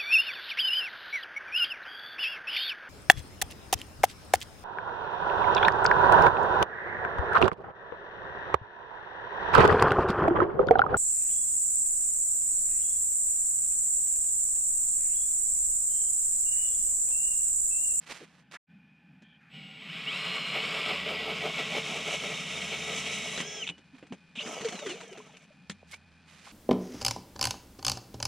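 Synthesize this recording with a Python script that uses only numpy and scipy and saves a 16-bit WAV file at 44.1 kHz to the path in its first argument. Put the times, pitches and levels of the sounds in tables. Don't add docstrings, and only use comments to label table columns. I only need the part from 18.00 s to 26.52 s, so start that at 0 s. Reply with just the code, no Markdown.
import sys
import numpy as np
from scipy import signal
from scipy.fft import rfft, irfft, next_fast_len
from scipy.io import wavfile
from scipy.ndimage import uniform_filter1d

SR = 44100
rng = np.random.default_rng(int(sys.argv[2]) if len(sys.argv) > 2 else 0)


def dump_mix(stems):
    frames = np.atleast_2d(stems).T
    limited = np.clip(frames, -1, 1)
    pcm = np.round(limited * 32767).astype(np.int16)
    wavfile.write(sys.argv[1], SR, pcm)


N = 375713
T = np.arange(N) / SR
FREQS = np.maximum(np.fft.rfftfreq(N, 1 / SR), 1)

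# time in s, shaft speed in turns per second (Hz).
DRILLING = [(1.49, 40), (1.53, 60), (1.78, 59), (1.85, 88), (1.88, 104), (1.9, 119), (1.94, 160),
            (1.975, 186), (2.03, 185), (2.06, 201), (2.08, 219), (2.13, 288), (2.17, 311), (2.22, 320),
            (2.58, 318), (2.76, 386), (3.35, 373), (3.55, 408), (3.9, 416), (4.83, 411), (4.92, 420),
            (5.04, 411), (5.11, 427), (5.26, 422), (5.37, 433), (5.415, 378), (5.475, 414), (5.575, 414),
            (5.625, 378), (5.655, 268), (5.677, 180), (5.71, 60)]
# time in s, shaft speed in turns per second (Hz).
CLEARING = [(6.345, 60), (6.383, 170), (6.395, 226), (6.405, 275), (6.418, 360), (6.45, 384), (6.5, 406),
            (6.54, 400), (6.58, 362), (6.75, 325), (6.8, 295), (6.85, 272), (6.93, 204), (7.0, 165),
            (7.05, 140), (7.13, 122), (7.47, 35)]
FULL_HZ = 400
SINK_S, SINK_TIME_S, THROUGH_S = 2.86, 0.93, 5.41
BREAK_DB, BREAK_LENGTH_S = 4, 0.015
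UNLOAD_S = 0.04
SLUSH_LOAD = 0.45

# multiple of the shaft rate, gain in dB running free, gain in dB under load.
ORDERS = [(1, 1, -19), (2, -9, -17), (4, -3.5, -12), (8, -4, -15), (9, -21, 0), (13, 0, 2.5), (16, -5, -8),
          (18, -14, -9), (24, -5, 2), (48, -10, 4)]
# centre in Hz, width in Hz, gain in dB.
HOUSING = [(2930, 300, 15), (3930, 420, 11)]
# centre in Hz, width in Hz, gain in dB.
FREE_RING = (5380, 250, 9)
# lower corner in Hz, upper corner in Hz.
SHELL_BAND_HZ = (250, 5200)
FINE_ORDER, FINE_TOP_HZ = 20, 3800
BRAKE_DB, BRAKE_HZ_PER_S, BRAKE_ORDER = -13, 2000, 8
STRAIN_DB, STRAIN_HZ_PER_S, STRAIN_CENTRE_HZ, STRAIN_WIDTH_HZ = 13, 950, 2700, 1200
KICK_DB, KICK_HZ_PER_S = 9, 4800
# onset in s, full in s, easing in s, gone in s.
GRIND_S = (2.64, 2.85, 4.1, 4.85)
# onset in s, full in s, easing in s, gone in s.
PLUNGE_S = (6.54, 6.6, 6.74, 6.8)
GRIND_DB, GRIND_JITTER_RAD = -3.5, 0.6
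SWITCH_HZ, SWITCH_ORDER, SWITCH_DB = 7560, 4, -71.5

# dB on the surface, dB deep in the ice, dB spinning free, dB in slush, dB per doubling of speed.
WHINE_LAW = (-51.5, -54, -51, -55, 6)
FAN_LAW = (-83, -77, -49, -53, 9)
RASP_LAW = (-33.5, -38.5, -45, -48, 6)
HISS_LAW = (-41, -54, -65, -54, 10)
SCRAPE_LAW = (-45.5, -48, -51, -45.5, 7.5)
SPRAY_LAW = (-60.5, -45.5, -61, -57, 6)
DRONE_LAW = (-48, -48, -55, -58.5, 1.5)

# frequency in Hz, relative density in dB per Hz.
FAN = [(2000, -30), (4600, -31), (5800, 4), (6600, 2), (7500, -11), (8600, -20), (11000, -27.5),
       (14000, -46)]
# frequency in Hz, relative density in dB per Hz.
RASP = [(1150, -19.5), (1860, -7.5), (2260, -2.5), (2720, 3), (3220, 2), (3920, -4), (4620, -12),
        (5380, -12.5), (6050, -58), (9100, -35)]
# frequency in Hz, relative density in dB per Hz.
HISS = [(600, -19), (1130, 13), (1700, 3), (2800, -8), (4100, -11.5), (5400, 0.5), (5950, -17), (6700, -9),
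        (7500, -4), (8800, -13), (10500, -23), (14500, -35)]
# frequency in Hz, relative density in dB per Hz.
SCRAPE = [(102, -28), (222, 7), (312, -2), (452, 0), (652, 3.5), (905, 0), (1255, -1), (1710, -11),
          (3020, -5), (6100, -27.5)]
# frequency in Hz, relative density in dB per Hz.
SPRAY = [(3550, -38), (5350, 4), (6350, 4.5), (7020, 0), (7680, 1.5), (8820, -11), (9820, -4.5),
         (11250, -27.5), (12550, -22), (14600, -47)]
# frequency in Hz, relative density in dB per Hz.
RUMBLE_COLOUR = [(26, -61), (62, -36), (107, -24.5), (142, -0.5), (166, 3.5), (196, 0), (232, -4.5),
                 (292, -11.5), (510, -61)]
# centre in Hz, width in Hz, strength in dB.
AUGER = [(441, 23.4, 26), (616, 200, 17), (1298, 34, 19.5), (1957, 19, 21), (2202, 120, 18),
         (2930, 210, 3.5), (3400, 100, -3)]
# centre in s, half length in s,
# swell in dB of the scrape, of the rasp, of the spray.
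CATCHES = [(2.37, .03, 7, 0, 0), (2.575, .04, 10, 3.5, 3), (2.78, .055, 7, 1.5, 0),
           (2.915, .04, 11, 2.5, -2), (3.12, .06, 9, .5, 0), (3.29, .055, 11, 1, 0), (3.46, .04, 13, 1, 1),
           (3.61, .032, 8.5, 2.5, 1), (3.76, .038, 12.5, 4, 2.5), (3.92, .07, 8.5, 1.5, 3.5),
           (4.08, .024, 12, 3, 2.5), (4.14, .027, 11.5, 5, 7), (4.245, .028, 11.5, 1.5, 2),
           (4.315, .022, 6, 1, 0), (4.57, .025, 6.5, 0, 1), (4.735, .022, 10, 5, 0),
           (4.91, .035, 8, 2.5, 0), (4.98, .022, 3.5, 3, 5.5), (5.075, .022, 2, 4.5, 1),
           (5.145, .028, 4, 3, 3)]
# blades start to bite in s, bite fully in s.
GRIP_S = (1.52, 2.75)
SLIP_DB = -6
HISS_DIP_S, HISS_DIP_LENGTH_S, HISS_DIP_DB = 3.17, 0.17, -3.5
SLUSH_GRAIN_DB, SLOSH_DB = 2.8, 2.2

# start in s, level in dB.
CLACKS = [(5.668, -33), (5.675, -26.5), (5.6892, -27), (5.6976, -29)]
CLACK_T60_S, SHELL_T60_S, SHELL_RING_DB = 0.032, 0.29, -21.5
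# frequency in Hz, relative density in dB per Hz.
RATTLE = [(300, -19), (1900, -12.5), (2600, 3.5), (3050, 2.5), (3600, -0.5), (4400, -19.5), (7500, -19.5),
          (10500, -42), (14000, -58)]
INRUSH_S, INRUSH_LENGTH_S, INRUSH_DB = 6.352, 0.084, -42.5
# centre in Hz, width in Hz, level in dB.
CREEP = [(1750, 110, -69), (2360, 70, -73), (3200, 350, -66)]
# start in s, end in s.
CREEP_S = (1.22, 1.39)

# start in s, pitch in Hz, peak in dB, length in s (5 ms at least), glide in octaves.
BUBBLES = [(5.928, 271, -46, 0.042, -0.1), (6.101, 226.5, -35.5, 0.043, 0.3), (6.372, 191, -38, 0.02, 0.46),
           (6.397, 596, -42.5, 0.028, -0.019), (6.455, 218, -35, 0.027, 0.24),
           (6.567, 494, -41.5, 0.034, 0.023), (6.613, 424, -38, 0.049, 0.18),
           (6.643, 497, -24.5, 0.041, -0.26), (6.719, 717, -38, .028, 0.018),
           (6.736, 241, -37, 0.038, -0.66), (6.811, 637, -39.5, 0.039, -0.28),
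           (6.845, 477, -32.5, 0.059, -0.53), (6.891, 332, -38.5, 0.065, 0.28),
           (6.922, 376, -42.5, 0.059, 0.53), (6.997, 680, -45.5, .035, -0.17),
           (7.022, 465, -44.5, 0.04, -0.025), (7.111, 384, -41.5, 0.035, 0.024),
           (7.172, 425, -44.5, 0.06, -0.0078), (7.29, 890, -52.5, .022, -0.21),
           (7.502, 593, -52, 0.02, 0.021), (7.829, 830, -43, 0.0042, -1)]
CHURN_S, CHURN_HZ, CHURN_DB, CHURN_GLUG_S = (6.5, 7.2), (330, 1100), -46, 0.016
# frequency in Hz, relative density in dB per Hz.
FIZZ = [(1500, 8.5), (4300, 5.5), (7000, -7.0), (10000, -13.0), (14500, -45)]
SEEP_DB = -67.5

# start in s, level in dB, thud in dB over it, crack in dB over it, decay time t60 in s.
BLOWS = [(1.221, -54.5, 7, -8, 0.1), (5.376, -26, -10, -5, 0.058), (5.403, -29, -10, -5, 0.11),
         (5.698, -37, 0, -16, 0.12), (5.779, -42.5, -8, -13.5, 0.073), (6.026, -39, -10, -26, 0.11),
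         (6.068, -52, -25, -2, .05), (6.123, -31.5, -3, -16.5, 0.092), (6.462, -34, -12, -7, 0.24),
         (6.609, -31, -8, -6.5, 0.1), (6.646, -31.5, -16, -5, .12), (6.685, -30, -21, -4.5, 0.07),
         (6.723, -30.5, -18, -7.5, 0.081), (6.752, -33, -17, -5.5, 0.074), (6.79, -37.5, -18, -2.5, 0.099),
         (6.861, -31.5, -22, -4.5, 0.15), (6.893, -32.5, -22, -4, 0.24), (7.004, -43.5, -14, -1.5, 0.2),
         (7.128, -44.5, -18, 3.5, 0.029), (7.173, -37.5, -15, -8, 0.086), (7.19, -49, -25, -11, .06),
         (7.278, -61, -20, 4, 0.055), (7.369, -49.5, -25, 5, 0.028), (7.697, -31, -0.5, 4, 0.023),
         (7.709, -39.5, -4, -2, 0.06)]
# frequency in Hz, relative density in dB per Hz.
CRACK = [(60, -42), (910, -2.0), (2020, 8.0), (3320, 5.0), (4820, -0.5), (7020, 1.0),
         (11000, -20.5), (14100, -48)]
# frequency in Hz, relative density in dB per Hz.
CLONK = [(45, -48), (122, -13.0), (305, 4.5), (1310, -15.5), (3020, -14.0), (8100, -78)]
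CRACK_RATE_HZ, CRACK_GRAIN_DB, CRACK_ATTACK_S = 6000, 1.5, 0.0004
CHIP_HZ, CHIP_WIDTH_HZ, CHIP_DB = (900, 4200), 260, 10
THUD_T60_S = 0.1

# start in s, length in s, level in dB, treble tilt in dB per octave.
CRUNCHES = [(0.0, 0.06, -59.5, 2.5), (0.051, 0.15, -48.5, 2), (0.094, 0.038, -40.5, 1),
            (0.171, 0.28, -64.5, 0.5), (0.178, 0.084, -54.5, 1), (0.51, 0.023, -50.5, 2),
            (0.53, 0.032, -46.5, 0.5), (5.938, 0.036, -61, -1), (5.979, 0.022, -58, -0.5),
            (7.864, 0.122, -62.5, 4), (7.91, 0.017, -50, 7), (7.927, 0.024, -47, 2),
            (8.249, 0.23, -58, 2.5), (8.432, 0.097, -53.5, 3)]
# frequency in Hz, relative density in dB per Hz.
CRUST = [(100, -10), (300, -1), (1200, 0), (2300, 0), (3500, -5), (5000, -10), (8100, -18), (11100, -28),
         (14800, -45)]
SCUFF_PAN_DB = -5
# start in s, length in s, centre in Hz, width in Hz, level in dB.
RUBS = [(0.2, 0.048, 354, 220, -49.5), (0.534, 0.043, 1440, 1100, -46.5), (0.557, 0.013, 1600, 900, -48),
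        (1.386, 0.14, 1670, 920, -64), (7.932, 0.013, 1400, 600, -50.5), (8.466, 0.014, 965, 600, -47.5)]
# start in s, pitch in Hz, peak in dB, length in s, glide in octaves.
SQUEAK = (7.921, 2080, -42, .045, .22)

# frequency in Hz, relative density in dB per Hz.
AIR = [(31, -9), (255, 1), (455, -5.5), (810, -3.5), (1110, -6.5), (1710, -4.5), (3220, -5.5), (4020, -15),
       (5020, -16.5), (6600, -27), (10200, -32), (14200, -49)]
# centre in Hz, width in Hz, strength in dB.
AIR_RINGS = [(826, 47, 14.7), (1535, 63, 17.6), (1734, 48, 18), (1872, 52, 5.7), (2414, 240, 11)]
AIR_DB = -68.5
WIND_DB, GUST_DB = -63, 0.5
# centre in s, half length in s, swell in dB.
GUSTS = [(0.77, .12, 7), (1.14, 0.13, 7.5), (7.623, .06, 4.5)]
# start in s, length in s, level in dB.
HUM_SWELLS = [(2.885, 0.48, -61), (3.95, .3, -70), (4.55, 0.56, -62.5), (7.693, 0.41, -67)]
HUM_HZ, HUM_ATTACK_S, HUM_RELEASE_S, HUM_FLOOR_DB = 83.6, 0.048, 0.43, -81.5
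FAR_TONE_HZ, FAR_TONE_WIDTH_HZ, FAR_TONE_DB = 2456, 136, -69

# start in s, end in s.
DROPOUT = (0.567, 0.669)
# frequency in Hz, gain in dB.
WIDTH = [(60, -0.5), (110, -23.5), (200, -15), (380, -19), (700, -12), (1290, -18.5), (2380, -48),
         (4400, -13), (8120, 4.5), (15000, -1)]
# narrow from in s, starts to widen in s, open again in s.
NARROW_S = (.65, 2.85, 5.55)
TOP_HZ = 14900


def drill():
    hz = np.interp(T, *np.transpose(DRILLING + CLEARING))
    running = 0
    for run in (DRILLING, CLEARING):
        start, end = run[0][0], run[-1][0]
        running = running + ramp(start, start + 0.053) - ramp(end - 0.012, end)
    accel = uniform_filter1d(np.gradient(hz) * SR, size=600)
    whine, turn = motor(hz, accel)
    return running * (whine + auger(hz, turn)) + gearbox()


def motor(hz, accel):
    load = 1 - ramp(THROUGH_S - UNLOAD_S, THROUGH_S) + SLUSH_LOAD * (T > CLEARING[0][0])
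    drag = cutting() * ramp(GRIND_S[0], GRIND_S[1])
    grind = sum(np.interp(T, span, [0, 1, 1, 0]) for span in (GRIND_S, PLUNGE_S))
    brake = np.clip(-accel / BRAKE_HZ_PER_S, 0, 1) ** 2
    flare_db = STRAIN_DB * np.tanh((accel / STRAIN_HZ_PER_S) ** 2)
    flare_db = flare_db + KICK_DB * np.clip(accel / KICK_HZ_PER_S, 0, 1) ** 2
    hz = hz * (1 + (0.002 + 0.004 * drag) * walk(36))
    turn = 2 * np.pi * np.cumsum(hz) / SR
    whine = np.zeros(N)
    for order, free_db, loaded_db in ORDERS:
        f = order * hz
        power = 1 + sum(np.abs(resonance(f, *ring)) ** 2 for ring in HOUSING)
        power = power + (1 - load) * np.abs(resonance(f, *FREE_RING)) ** 2
        shell = power ** 0.5
        if order > FINE_ORDER:
            shell = shell / (1 + (f / FINE_TOP_HZ) ** 6)
        shell = shell / (1 + (SHELL_BAND_HZ[0] / f) ** 2 + (f / SHELL_BAND_HZ[1]) ** 4)
        db = free_db + load * (loaded_db - free_db)
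        db = db + flare_db * np.abs(resonance(f, STRAIN_CENTRE_HZ, STRAIN_WIDTH_HZ, 0)) ** 2
        db = db + BRAKE_DB * brake * (order != BRAKE_ORDER)
        db = db + (1.5 + 1.5 * drag) * walk(75)
        jitter = (0.28 + 0.15 * drag + GRIND_JITTER_RAD * grind) * walk(210)
        whine += shell * undb(db) * np.sin(order * turn + jitter)
    whine = whine * loudness(WHINE_LAW, hz) * undb(GRIND_DB * grind)
    switching = undb(SWITCH_DB) * np.sin(2 * np.pi * SWITCH_HZ * T + SWITCH_ORDER * turn) * (T < SINK_S)
    fan = colour(rng.standard_normal(N), FAN) * loudness(FAN_LAW, hz)
    return whine + switching + fan, turn


def auger(hz, turn):
    grip = ramp(*GRIP_S)
    scrape_db, rasp_db, spray_db = sum(
        np.outer(swell_db, np.exp(-((T - s) / length) ** 2)) for s, length, *swell_db in CATCHES)
    hiss_dip_db = HISS_DIP_DB * np.exp(-((T - HISS_DIP_S) / HISS_DIP_LENGTH_S) ** 2)
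    jerk = walk(48)
    rasp = colour(chips(12000) * (1 + 0.052 * np.sin(turn)), RASP, AUGER)
    rasp = rasp * loudness(RASP_LAW, hz) * undb(rasp_db + 0.57 * jerk)
    hiss = colour(chips(9000), HISS) * loudness(HISS_LAW, hz) * undb(hiss_dip_db + 0.95 * jerk)
    scrape = colour(chips(2900), SCRAPE, AUGER) * loudness(SCRAPE_LAW, hz)
    scrape = scrape * undb(scrape_db + SLIP_DB * (1 - grip) + 1.3 * jerk)
    spray = colour(chips(7500), SPRAY) * loudness(SPRAY_LAW, hz)
    spray = spray * undb(spray_db + hiss_dip_db + 0.56 * jerk)
    drone = colour(rng.standard_normal(N), RUMBLE_COLOUR) * loudness(DRONE_LAW, hz)
    return rasp + hiss + scrape + spray + drone


def gearbox():
    out, t = np.zeros(N), T[:8192]
    for s, db in CLACKS:
        clack = colour(rng.standard_normal(len(t)), RATTLE)
        clack = clack * undb(-60 * t / CLACK_T60_S) * np.tanh(t / CRACK_ATTACK_S) ** 2
        ring_hz = HOUSING[0][0] * rng.uniform(0.99, 1.03)
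        ring = np.sin(2 * np.pi * ring_hz * t) * undb(-60 * t / SHELL_T60_S)
        add(out, s, undb(db) * (clack + undb(SHELL_RING_DB) * ring))
    n = int(INRUSH_LENGTH_S * SR)
    buzz = colour(rng.standard_normal(n), RATTLE) * signal.windows.tukey(n, 0.1)
    add(out, INRUSH_S, undb(INRUSH_DB) * buzz)
    n = int((CREEP_S[1] - CREEP_S[0]) * SR)
    song = sum(undb(db) * band(n, f, w) for f, w, db in CREEP)
    add(out, CREEP_S[0], song * signal.windows.tukey(n, 0.4))
    return out


def cutting():
    return 1 - ramp(THROUGH_S, THROUGH_S + 0.044)


def loudness(law, hz):
    surface_db, deep_db, free_db, slush_db, speed_db = law
    depth = 1 - np.exp(-np.maximum(T - SINK_S, 0) / SINK_TIME_S)
    surge_db = BREAK_DB * np.exp(-((T - THROUGH_S) / BREAK_LENGTH_S) ** 2)
    ice_db = surface_db + depth * (deep_db - surface_db) + surge_db
    open_db = np.where(T < CLEARING[0][0], free_db, slush_db)
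    return undb(open_db + cutting() * (ice_db - open_db) + speed_db * np.log2(hz / FULL_HZ))


def chips(rate):
    fine = grit(N, rate, 0.27)
    lumps = grit(N, rate / 4, SLUSH_GRAIN_DB) * undb(SLOSH_DB * walk(45))
    return np.where(T < CLEARING[0][0], fine, lumps)


def water(count=24):
    out = colour(grit(N, 2800, 0.64), FIZZ) * undb(SEEP_DB) * (1 - cutting())
    for s, hz, db, length, glide in BUBBLES:
        add(out, s, undb(db) * chirp(hz, length, glide))
    for k, (when, pitch, glide) in enumerate(rng.random((count, 3))):
        s = np.interp(k + when, [0, count], CHURN_S)
        hz = np.interp(pitch, [0, 1], CHURN_HZ)
        add(out, s, undb(CHURN_DB) * chirp(hz, CHURN_GLUG_S, glide - 0.5))
    return out


def knocks():
    out, t = np.zeros(N), T[:8192]
    boom = undb(-60 * t / THUD_T60_S)
    for s, db, thud_db, crack_db, t60 in BLOWS:
        ring = undb(-60 * t / t60) * np.tanh(t / CRACK_ATTACK_S) ** 2
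        lump = [(f, CHIP_WIDTH_HZ, CHIP_DB) for f in rng.uniform(*CHIP_HZ, size=3)]
        crack = undb(crack_db) * colour(grit(len(t), CRACK_RATE_HZ, CRACK_GRAIN_DB), CRACK, lump)
        clonk = undb(-6.5) * colour(rng.standard_normal(len(t)), CLONK)
        thud = np.sin(2 * np.pi * rng.uniform(144, 234) * t) * (1 - np.exp(-t / 0.00076))
        add(out, s, undb(db) * (ring * (crack + clonk) + boom * undb(thud_db) * thud))
    return signal.sosfilt(signal.butter(2, 90, "high", fs=SR, output="sos"), out)


def scuffs():
    out = np.zeros(N)
    for s, length, db, tilt_db in CRUNCHES:
        n = int(max(length, 0.005) * SR)
        tilted = [(f, d + tilt_db * np.log2(f / 2000)) for f, d in CRUST]
        grains = colour(grit(n, 5200, 1.5), tilted)
        add(out, s, undb(db) * grains * signal.windows.tukey(n, 0.42))
    return out


def handling():
    out = np.zeros(N)
    for s, length, centre_hz, width_hz, db in RUBS:
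        n = int(max(length, 0.005) * SR)
        add(out, s, undb(db) * band(n, centre_hz, width_hz) * signal.windows.tukey(n, 0.5))
    s, hz, db, length, glide = SQUEAK
    add(out, s, undb(db) * chirp(hz, length, glide))
    return out


def outdoors():
    air = colour(rng.standard_normal(N), AIR, AIR_RINGS) * undb(AIR_DB + 0.24 * walk(13))
    gusts_db = sum(db * np.exp(-((T - s) / length) ** 2) for s, length, db in GUSTS)
    rumble = colour(rng.standard_normal(N), RUMBLE_COLOUR)
    rumble = rumble * undb(WIND_DB + gusts_db + GUST_DB * walk(3.19))
    hum_gain = undb(HUM_FLOOR_DB)
    for s, length, db in HUM_SWELLS:
        release = np.exp(-np.maximum(T - s - length, 0) / HUM_RELEASE_S)
        hum_gain = hum_gain + undb(db) * ramp(s - HUM_ATTACK_S, s) * release
    hum = unit(np.sin(2 * np.pi * HUM_HZ * T + 1.34 * walk(21))) * hum_gain
    tone = band(N, FAR_TONE_HZ, FAR_TONE_WIDTH_HZ) * undb(FAR_TONE_DB) * (T > DROPOUT[0])
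    return air + rumble + hum + tone


def undb(db):
    return 10 ** (np.asarray(db) / 20)


def unit(x):
    return x / np.sqrt(np.mean(x ** 2) + 1e-20)


def ramp(start, end):
    return np.clip((T - start) / max(end - start, 0.001), 0, 1)


def walk(rate):
    k = max(int(SR / rate), 1)
    steps = np.repeat(rng.standard_normal(N // k + 1), k)[:N]
    return unit(uniform_filter1d(uniform_filter1d(steps, k), k))


def grit(n, rate, spread_db):
    size = undb(spread_db * np.minimum(rng.exponential(size=n), 5))
    return unit((rng.random(n) < rate / SR) * size * rng.standard_normal(n))


def gain_at(hz, points):
    f, db = np.transpose(points)
    return undb(np.interp(np.log(hz), np.log(f), db))


def resonance(hz, centre_hz, width_hz, db):
    return undb(db) / (1 + 1j * (hz ** 2 - centre_hz ** 2) / (hz * width_hz))


def colour(x, points, modes=()):
    n = next_fast_len(len(x), True)
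    hz = np.maximum(np.fft.rfftfreq(n, 1 / SR), 1)
    rings = 2.0 + sum(resonance(hz, f, w, db) - resonance(hz, f, w, 0) for f, w, db in modes)
    return unit(irfft(rfft(x, n) * gain_at(hz, points) * rings, n)[:len(x)])


def band(n, centre_hz, width_hz):
    hz = np.maximum(np.fft.rfftfreq(n, 1 / SR), 1)
    return unit(irfft(rfft(rng.standard_normal(n)) * resonance(hz, centre_hz, width_hz, 0) ** 2, n))


def chirp(hz, length, glide):
    length = max(length, 0.005)
    age = T[:int(2 * length * SR)] / length
    phase = 2 * np.pi * np.cumsum(hz * 2 ** (glide * np.minimum(age, 1))) / SR
    swell = age ** 3 * np.exp(-8 * age)
    return swell / swell.max() * np.sin(phase)


def add(out, s, x):
    i = int(np.clip(s * SR, 0, N - 1))
    out[i:i + len(x)] += x[:N - i]


def scene():
    boots = scuffs()
    mid = drill() + knocks() + handling() + boots + water() + outdoors()
    scatter = rng.standard_normal(512) * np.hanning(512)
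    scatter = np.exp(1j * np.angle(rfft(scatter, N)))
    side = irfft(rfft(mid) * scatter * gain_at(FREQS, WIDTH), N)
    narrow = ramp(NARROW_S[0] - 0.05, NARROW_S[0]) - ramp(NARROW_S[1], NARROW_S[2])
    side = side * (1 - narrow * (1 - undb(-53)))
    pan = undb(SCUFF_PAN_DB)
    side = side + boots * (pan - 1) / (pan + 1)
    return np.array([mid + side, mid - side])


def record(dry):
    start, end = DROPOUT
    gate = np.interp(T, [start, start + 0.006, end, end + 0.04], [1, 0, 0, 1])
    return signal.sosfilt(signal.ellip(8, 0.2, 70, TOP_HZ, fs=SR, output="sos"), dry * gate)


dry = scene()
out = record(dry)
dump_mix(out)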